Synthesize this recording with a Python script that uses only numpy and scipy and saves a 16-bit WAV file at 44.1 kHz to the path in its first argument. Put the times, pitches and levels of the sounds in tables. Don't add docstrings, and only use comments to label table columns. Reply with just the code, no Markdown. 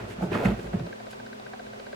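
import sys
import numpy as np
from scipy import signal
from scipy.fft import rfft, irfft
from scipy.io import wavfile
from scipy.ndimage import uniform_filter1d

SR = 44100
rng = np.random.default_rng(int(sys.argv[2]) if len(sys.argv) > 2 else 0)


def attenuation_scalar(level_db):
    decades = np.asarray(level_db, float) / 20
    return 10 ** decades


def transcribe(signal):
    frames = np.atleast_2d(signal).T
    limited = np.clip(frames, -1, 1)
    pcm = np.round(limited * 32767).astype(np.int16)
    wavfile.write(sys.argv[1], SR, pcm)


N = 85995

# [t/s, cloth level/dB before CLOTH_DB, frame shake level/dB before SHAKE_DB, spring sway level/dB, rasp 0-1]
EFFORT = [(0.0, -43, -32, -60, 0.93), (0.042, -49, -31, -48, 0.76), (0.074, -49, -43, -54, 0.3),
          (0.112, -46.5, -30.5, -57, 1), (0.15, -57.5, -40, -59, 0.94), (0.202, -45.5, -44, -46, 0.4),
          (0.228, -34, -26, -45, 0.09), (0.258, -43, -27.5, -57, 0), (0.302, -46.5, -30, -53.5, 0.4),
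          (0.316, -39, -27, -46, 0.7), (0.35, -30.5, -27, -58, 0.71), (0.376, -34.5, -28, -62, 0.48),
          (0.438, -31.5, -31, -50, 0.27), (0.456, -32.5, -22, -51, 0.66), (0.48, -32, -19, -29.5, 0.38),
          (0.626, -56, -39.5, -56, 0.47), (0.666, -49, -27.5, -42, 0.44), (0.716, -53, -46, -44, 0.5),
          (0.738, -45, -28, -53, 0.85), (0.762, -52, -18, -49, 0.6), (0.798, -46.5, -29.5, -56, 0.34),
          (0.848, -70, -31, -46, 0.55), (0.866, -45.5, -34, -57, 0.35), (0.92, -58, -54, -73, 0.6)]
# [f/Hz, relative level per Hz/dB]
RASPY_CLOTH = [(150, -19), (250, -5.5), (303, -9), (566, -10.5), (651, -12.5), (1610, -13.5), (3170, -23.5),
               (5830, -38.5), (16000, -51)]
# [f/Hz, relative level per Hz/dB]
DULL_CLOTH = [(150, -32), (250, -5), (723, -7), (1280, -25), (1610, -18.5), (1880, -37), (16000, -52.5)]
# [f/Hz, level/dB before weighting by ring length, ring length/s]
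FRAME_MODES = [(97, -4.5, .1), (117.4, 0.5, 0.11), (176.4, 1, .07), (266.4, -2.5, 0.054),
               (339.3, -6.5, 0.07), (409.5, -2.5, 0.052), (554, -6.5, 0.044), (692, -3, 0.035)]
CLOTH_DB, SHAKE_DB = 2.5, -8.5
GRAINS_PER_S, NUDGES_PER_S, GRAIN_SPREAD_DB = 1200, 1500, 4.0
SWAY_HZ, SWAY_WANDER_HZ, SWAY_WIDTH_HZ = 54, 1.9, 7.6

# [f/Hz, relative level per Hz/dB]
HUSH_MID_SPECTRUM = [(15, -26), (25, -16), (70, -18), (113, -5), (161, -8), (222, -7.5), (307, -15),
                     (402, -3), (460, -10.5), (688, -5.5), (788, -12.5), (1120, -16), (1590, -16),
                     (1920, -18.5), (3860, -22.5), (8450, -31.5), (12300, -41), (15700, -39.5)]
# [f/Hz, relative level per Hz/dB]
HUSH_SIDE_SPECTRUM = [(15, -84), (25, -32), (113, -20.5), (161, -20), (268, -20.5), (402, -1.5),
                      (688, -10.5), (901, -11), (2720, -22), (3380, -25.5), (8000, -36.5), (12300, -48),
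                      (15700, -48)]
# [f/Hz, width of each of two filter passes/Hz, level/dB]
DRONES = [(54, 14, -67.5), (118, 15, -59.5), (250, 12, -56), (404.4, 25, -61), (544, 36, -64.5)]
HUSH_MID_DB, HUSH_SIDE_DB = -50, -43
TONE_HZ, TONE_DB, TONE_WAVER_HZ, TONE_SWELL_DB = 216.3, -53, 2.4, 2

# [f/Hz, t/s]
ROOM_FADE = [(100, 0.13), (500, 0.3), (2000, 0.29), (8000, 0.13)]
ROOM_DB = -11
# [f/Hz, level of side against mid/dB]
SIDE_LEVEL = [(60, -17.5), (150, -26), (300, -8), (600, -3), (2000, -2), (8000, -8.5), (15000, -6)]
LEAN = -0.45
SCATTER_RAD = 3.38
RIGHT_DB = 0.5

# [t/s, landing level/dB, pitch f/Hz, number of swings, slap level against landing/dB]
LANDINGS = [(0.04, -31.5, 192, 2.9, -7.5), (0.181, -29.5, 192, 3.5, -12), (.219, -21.5, 185.8, 5.9, -16),
            (.267, -27, 125, 2.7, -17), (.317, -18, 368, 3.46, -14), (0.345, -19.5, 229, 4.3, -16),
            (.384, -26, 230, 4.2, -31), (0.408, -26, 401, 5.8, -20), (.452, -11.5, 200, 3.74, -12.5),
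            (.456, -20, 118, 5.3, -12), (.483, -20, 193, 4.4, -10.5), (0.515, -21.5, 214, 5.5, -12),
            (.533, -34, 137, 2.6, -18.5), (0.59, -29.5, 390, 4, -8), (.640, -35, 160, 3.3, -6.5),
            (0.664, -39, 125, 4.5, -5), (.737, -17.5, 194.3, 4.27, -20), (.739, -27, 108, 3.7, -16),
            (.770, -30, 142, 2.9, -14), (0.802, -26.5, 152.6, 4.28, -15.5)]
# [f/Hz, relative level per Hz/dB]
SLAP_SPECTRUM = [(200, -17.5), (400, -7.5), (800, -8.5), (1500, -17.5), (2500, -21), (4000, -46),
                 (7500, -36), (16000, -55)]
RING_DB, PUSH_DB = -11.5, -3.5
KNOCK_S, SLAP_RISE_S, SLAP_FADE_S = 0.003, 0.0032, 0.057
PUSH_LATE, PUSH_FLAT = 1.1, 0.4

# [start t/s, length t/s, level at the crest/dB]
FUR_BRUSHES = [(0.066, 0.09, -55), (0.21, 0.073, -57.5), (0.444, 0.014, -46), (0.54, 0.17, -59),
               (1.083, 0.072, -57.5), (1.106, 0.014, -54)]
# [f/Hz, relative level per Hz/dB]
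FUR_SPECTRUM = [(1000, -4), (2500, 13.5), (5000, 6), (9000, 3.5), (13000, -4.5), (16000, -11)]

# [t/s, level/dB, pitch f/Hz]
CLAW_SNAGS = [(.210, -21.5, 590), (0.225, -24.5, 1250), (0.331, -19.5, 2470), (.354, -12, 1160),
              (0.393, -30, 1700), (.451, -16, 1490), (.457, -11.5, 2010), (0.459, -32, 1060),
              (0.465, -18.5, 1500), (0.484, -27, 2150), (0.74, -37, 1190)]
SNAG_Q = 4.5

# [t/s, ring level/dB, knock level/dB before KNOCK_DB, knock f/Hz, zip level/dB before ZIP_DB]
MOTOR_STEPS = [(0.595, -42, -45, 684, -47.5), (0.6679, -41, -44, 540, -52.5),
               (0.7307, -39, -33.5, 515, -59), (0.7939, -41, -39, 543, -48.5),
               (0.8631, -43, -42.5, 470, -46), (0.9269, -34, -45, 544, -49),
               (0.9993, -42, -40.5, 672, -50.5), (1.066, -41.5, -41.5, 544, -52),
               (1.1293, -39, -41.5, 650, -47.5), (1.1977, -37.5, -44, 780, -53),
               (1.2625, -37, -47.5, 697, -46.5), (1.3287, -35, -44.5, 650, -50.5),
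               (1.3959, -55, -40, 650, -46), (1.4634, -36, -41.5, 530, -50),
               (1.5328, -37.5, -39.5, 705, -54), (1.5938, -36.5, -39.5, 670, -50),
               (1.6644, -41.5, -42.5, 530, -54), (1.7318, -42, -45, 550, -51),
               (1.7963, -43.5, -40.5, 556, -43.5), (1.8651, -38.5, -43, 544, -51),
               (1.9281, -36, -38.5, 544, -47.5)]
# [f/Hz, width/Hz of the first filter, level/dB]
HOUSING_MODES = [(1560, 110, 0), (1870, 120, -11), (2220, 120, -12)]
# [f/Hz, width/Hz of the first filter, level/dB]
BODY_MODES = [(416, 68, -12.5), (522, 184, 0.5), (920, 93, -13)]
# [f/Hz, width/Hz of the first filter, level/dB]
ZIP_MODES = [(2600, 250, -4), (2950, 250, -7), (3900, 260, 0), (4500, 450, -3)]
STEP_S, KNOCK_STEP_S, ZIP_STEP_S = 0.0015, 0.0072, 0.003
KNOCK_WIDTH_HZ = 105
KNOCK_DB, ZIP_DB, KNOCK_SIDE_DB = 4, 4, 1


def evened(x):
    return x / np.sqrt(np.mean(x ** 2) + 1e-20)


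def read(points, hz):
    f, value = np.transpose(points)
    return np.interp(np.log(hz + 1), np.log(f + 1), value)


def add(mix, s, sound):
    part = mix[max(round(s * SR), 0):][:len(sound)]
    part += sound[:len(part)]


def colour(x, points):
    hz = abs(np.fft.fftfreq(8192, 1 / SR))
    log_gain = np.log(attenuation_scalar(np.maximum(read(points, hz), -90)))
    phase = signal.hilbert(log_gain).imag
    taps = np.fft.ifft(np.exp(log_gain - 1j * phase)).real[:4096]
    return signal.oaconvolve(x, taps)[:len(x)]


def resonate(x, hz, width):
    r = np.exp(-np.pi * abs(width) / SR)
    return 2 * signal.lfilter([1 - r], [1, -r * np.exp(2j * np.pi * hz / SR)], x).real


def slow(width):
    smooth = resonate(rng.standard_normal(N + SR), 0, width)
    return evened(resonate(smooth, 0, width)[SR:])


def grains(per_s):
    chance, sign, size = rng.random((N, 3)).T
    height = attenuation_scalar(-GRAIN_SPREAD_DB * np.log(size * 0.99 + 0.01))
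    return (chance < per_s / SR) * np.sign(sign - 0.5) * height


def frame(x):
    out = 0
    for k, (hz, db, ring_s) in enumerate(FRAME_MODES):
        out = out + (-1) ** k * attenuation_scalar(db) * ring_s * resonate(x, hz, 1.5 / ring_s)
    return out


def scramble():
    s, cloth_db, shake_db, sway_db, rasp = np.transpose(EFFORT)
    t = np.arange(N) / SR
    rasp = np.clip(np.interp(t, s, rasp), 0, 1)
    drag = evened(grains(GRAINS_PER_S)) + rng.standard_normal(N)
    cloth = rasp * evened(colour(drag, RASPY_CLOTH)) + (1 - rasp) * evened(colour(drag, DULL_CLOTH))
    nudges = uniform_filter1d(grains(NUDGES_PER_S), size=30)
    shake = evened(frame(nudges))
    sway_hz = SWAY_HZ + SWAY_WANDER_HZ * slow(SWAY_WIDTH_HZ)
    sway = np.sqrt(2) * np.sin(2 * np.pi * np.cumsum(sway_hz) / SR)
    out = cloth * attenuation_scalar(CLOTH_DB + np.interp(t, s, cloth_db, right=-99))
    out += shake * attenuation_scalar(SHAKE_DB + np.interp(t, s, shake_db, right=-99))
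    out += sway * attenuation_scalar(np.interp(t, s, sway_db, right=-99))
    return out


def hush():
    mid_noise, side_noise = rng.standard_normal((2, N))
    mid = attenuation_scalar(HUSH_MID_DB) * evened(colour(mid_noise, HUSH_MID_SPECTRUM))
    side = attenuation_scalar(HUSH_SIDE_DB) * evened(colour(side_noise, HUSH_SIDE_SPECTRUM))
    for hz, width, db in DRONES:
        drone = resonate(rng.standard_normal(N), hz, width)
        mid += attenuation_scalar(db) * evened(resonate(drone, hz, width))
    tone_hz = TONE_HZ + TONE_WAVER_HZ * slow(8.7)
    tone = np.sqrt(2) * np.sin(2 * np.pi * np.cumsum(tone_hz) / SR)
    mid += attenuation_scalar(TONE_DB + TONE_SWELL_DB * slow(12)) * tone
    return np.array([mid, side])


def room(x):
    hz, t, z = signal.stft(rng.standard_normal(SR // 2), SR, nperseg=256)
    fade = attenuation_scalar(-60 * t / read(ROOM_FADE, hz)[:, None])
    tail = signal.istft(z * fade, SR, nperseg=256)[1]
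    return signal.fftconvolve(x, tail / np.linalg.norm(tail))[:N]


def stereo_side(cat):
    z = rfft(cat)
    wander = uniform_filter1d(rng.standard_normal(len(z)), size=300)
    turn = SCATTER_RAD * evened(uniform_filter1d(wander, size=300))
    side = (LEAN + np.exp(1j * turn)) * z + attenuation_scalar(ROOM_DB) * rfft(room(cat))
    return irfft(side * attenuation_scalar(read(SIDE_LEVEL, np.fft.rfftfreq(N, 1 / SR))), N)


def paws():
    out, t = np.zeros(N), np.arange(SR // 2) / SR
    ring = frame(np.sin(np.pi * np.minimum(t / KNOCK_S, 1)) ** 2)
    ring = attenuation_scalar(RING_DB) * ring / abs(ring).max()
    for s, db, hz, swings, slap_db in LANDINGS:
        u = np.minimum(t * hz / max(swings, 1), 1)
        swell = abs(np.sin(np.pi * u ** PUSH_LATE)) ** PUSH_FLAT * (u < 1)
        push = attenuation_scalar(PUSH_DB) * swell * np.sin(2 * np.pi * hz * t)
        slap = evened(colour(rng.standard_normal(len(t)), SLAP_SPECTRUM))
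        slap = slap * np.minimum(t / SLAP_RISE_S, 1) * attenuation_scalar(slap_db - 60 * t / SLAP_FADE_S)
        add(out, s, attenuation_scalar(db) * (push + ring + slap))
    return out


def brushes():
    t, out = np.arange(N) / SR, np.zeros(N)
    fur = evened(colour(rng.standard_normal(N), FUR_SPECTRUM))
    for start, length, db in FUR_BRUSHES:
        out += fur * attenuation_scalar(db) * np.sin(np.pi * np.clip((t - start) / length, 0, 1))
    return out


def snags():
    out, t = np.zeros(N), np.arange(1500) / SR
    for s, db, hz in CLAW_SNAGS:
        envelope = np.minimum(t * hz, 1) * np.exp(-np.pi * hz / SNAG_Q * t)
        add(out, s, attenuation_scalar(db) * envelope * np.sin(2 * np.pi * hz * t))
    return out


def motor_part(modes, db, step_s):
    t, part = np.arange(2500) / SR, 0
    drive = rng.standard_normal(len(t)) * t / step_s * np.exp(-2 * t / step_s)
    for hz, width, mode_db in modes:
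        ring = resonate(resonate(drive, hz, width), hz, 3 * width)
        part = part + attenuation_scalar(mode_db) * ring / abs(ring).max()
    return attenuation_scalar(db) * part / abs(part).max()


def motor():
    mid, side = np.zeros((2, N))
    for s, ring_db, knock_db, knock_hz, zip_db in MOTOR_STEPS:
        body = BODY_MODES + [(knock_hz, KNOCK_WIDTH_HZ, 0)]
        add(mid, s, motor_part(HOUSING_MODES, ring_db, STEP_S))
        add(mid, s, motor_part(body, knock_db + KNOCK_DB, KNOCK_STEP_S))
        add(mid, s, motor_part(ZIP_MODES, zip_db + ZIP_DB, ZIP_STEP_S))
        add(side, s, motor_part(body, knock_db + KNOCK_DB + KNOCK_SIDE_DB, KNOCK_STEP_S))
    return np.array([mid, side])


def scene():
    cat = scramble() + paws() + brushes() + snags()
    cat_mid = cat + attenuation_scalar(ROOM_DB) * room(cat)
    mid, side = np.array([cat_mid, stereo_side(cat)]) + hush() + motor()
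    balance = attenuation_scalar(np.array([[-RIGHT_DB / 2], [RIGHT_DB / 2]]))
    return np.array([mid + side, mid - side]) * balance


def low_pass(x):
    return signal.sosfilt(signal.butter(12, 17010, fs=SR, output="sos"), x)


def record(dry):
    return low_pass(dry)


dry = scene()
out = record(dry)
transcribe(out)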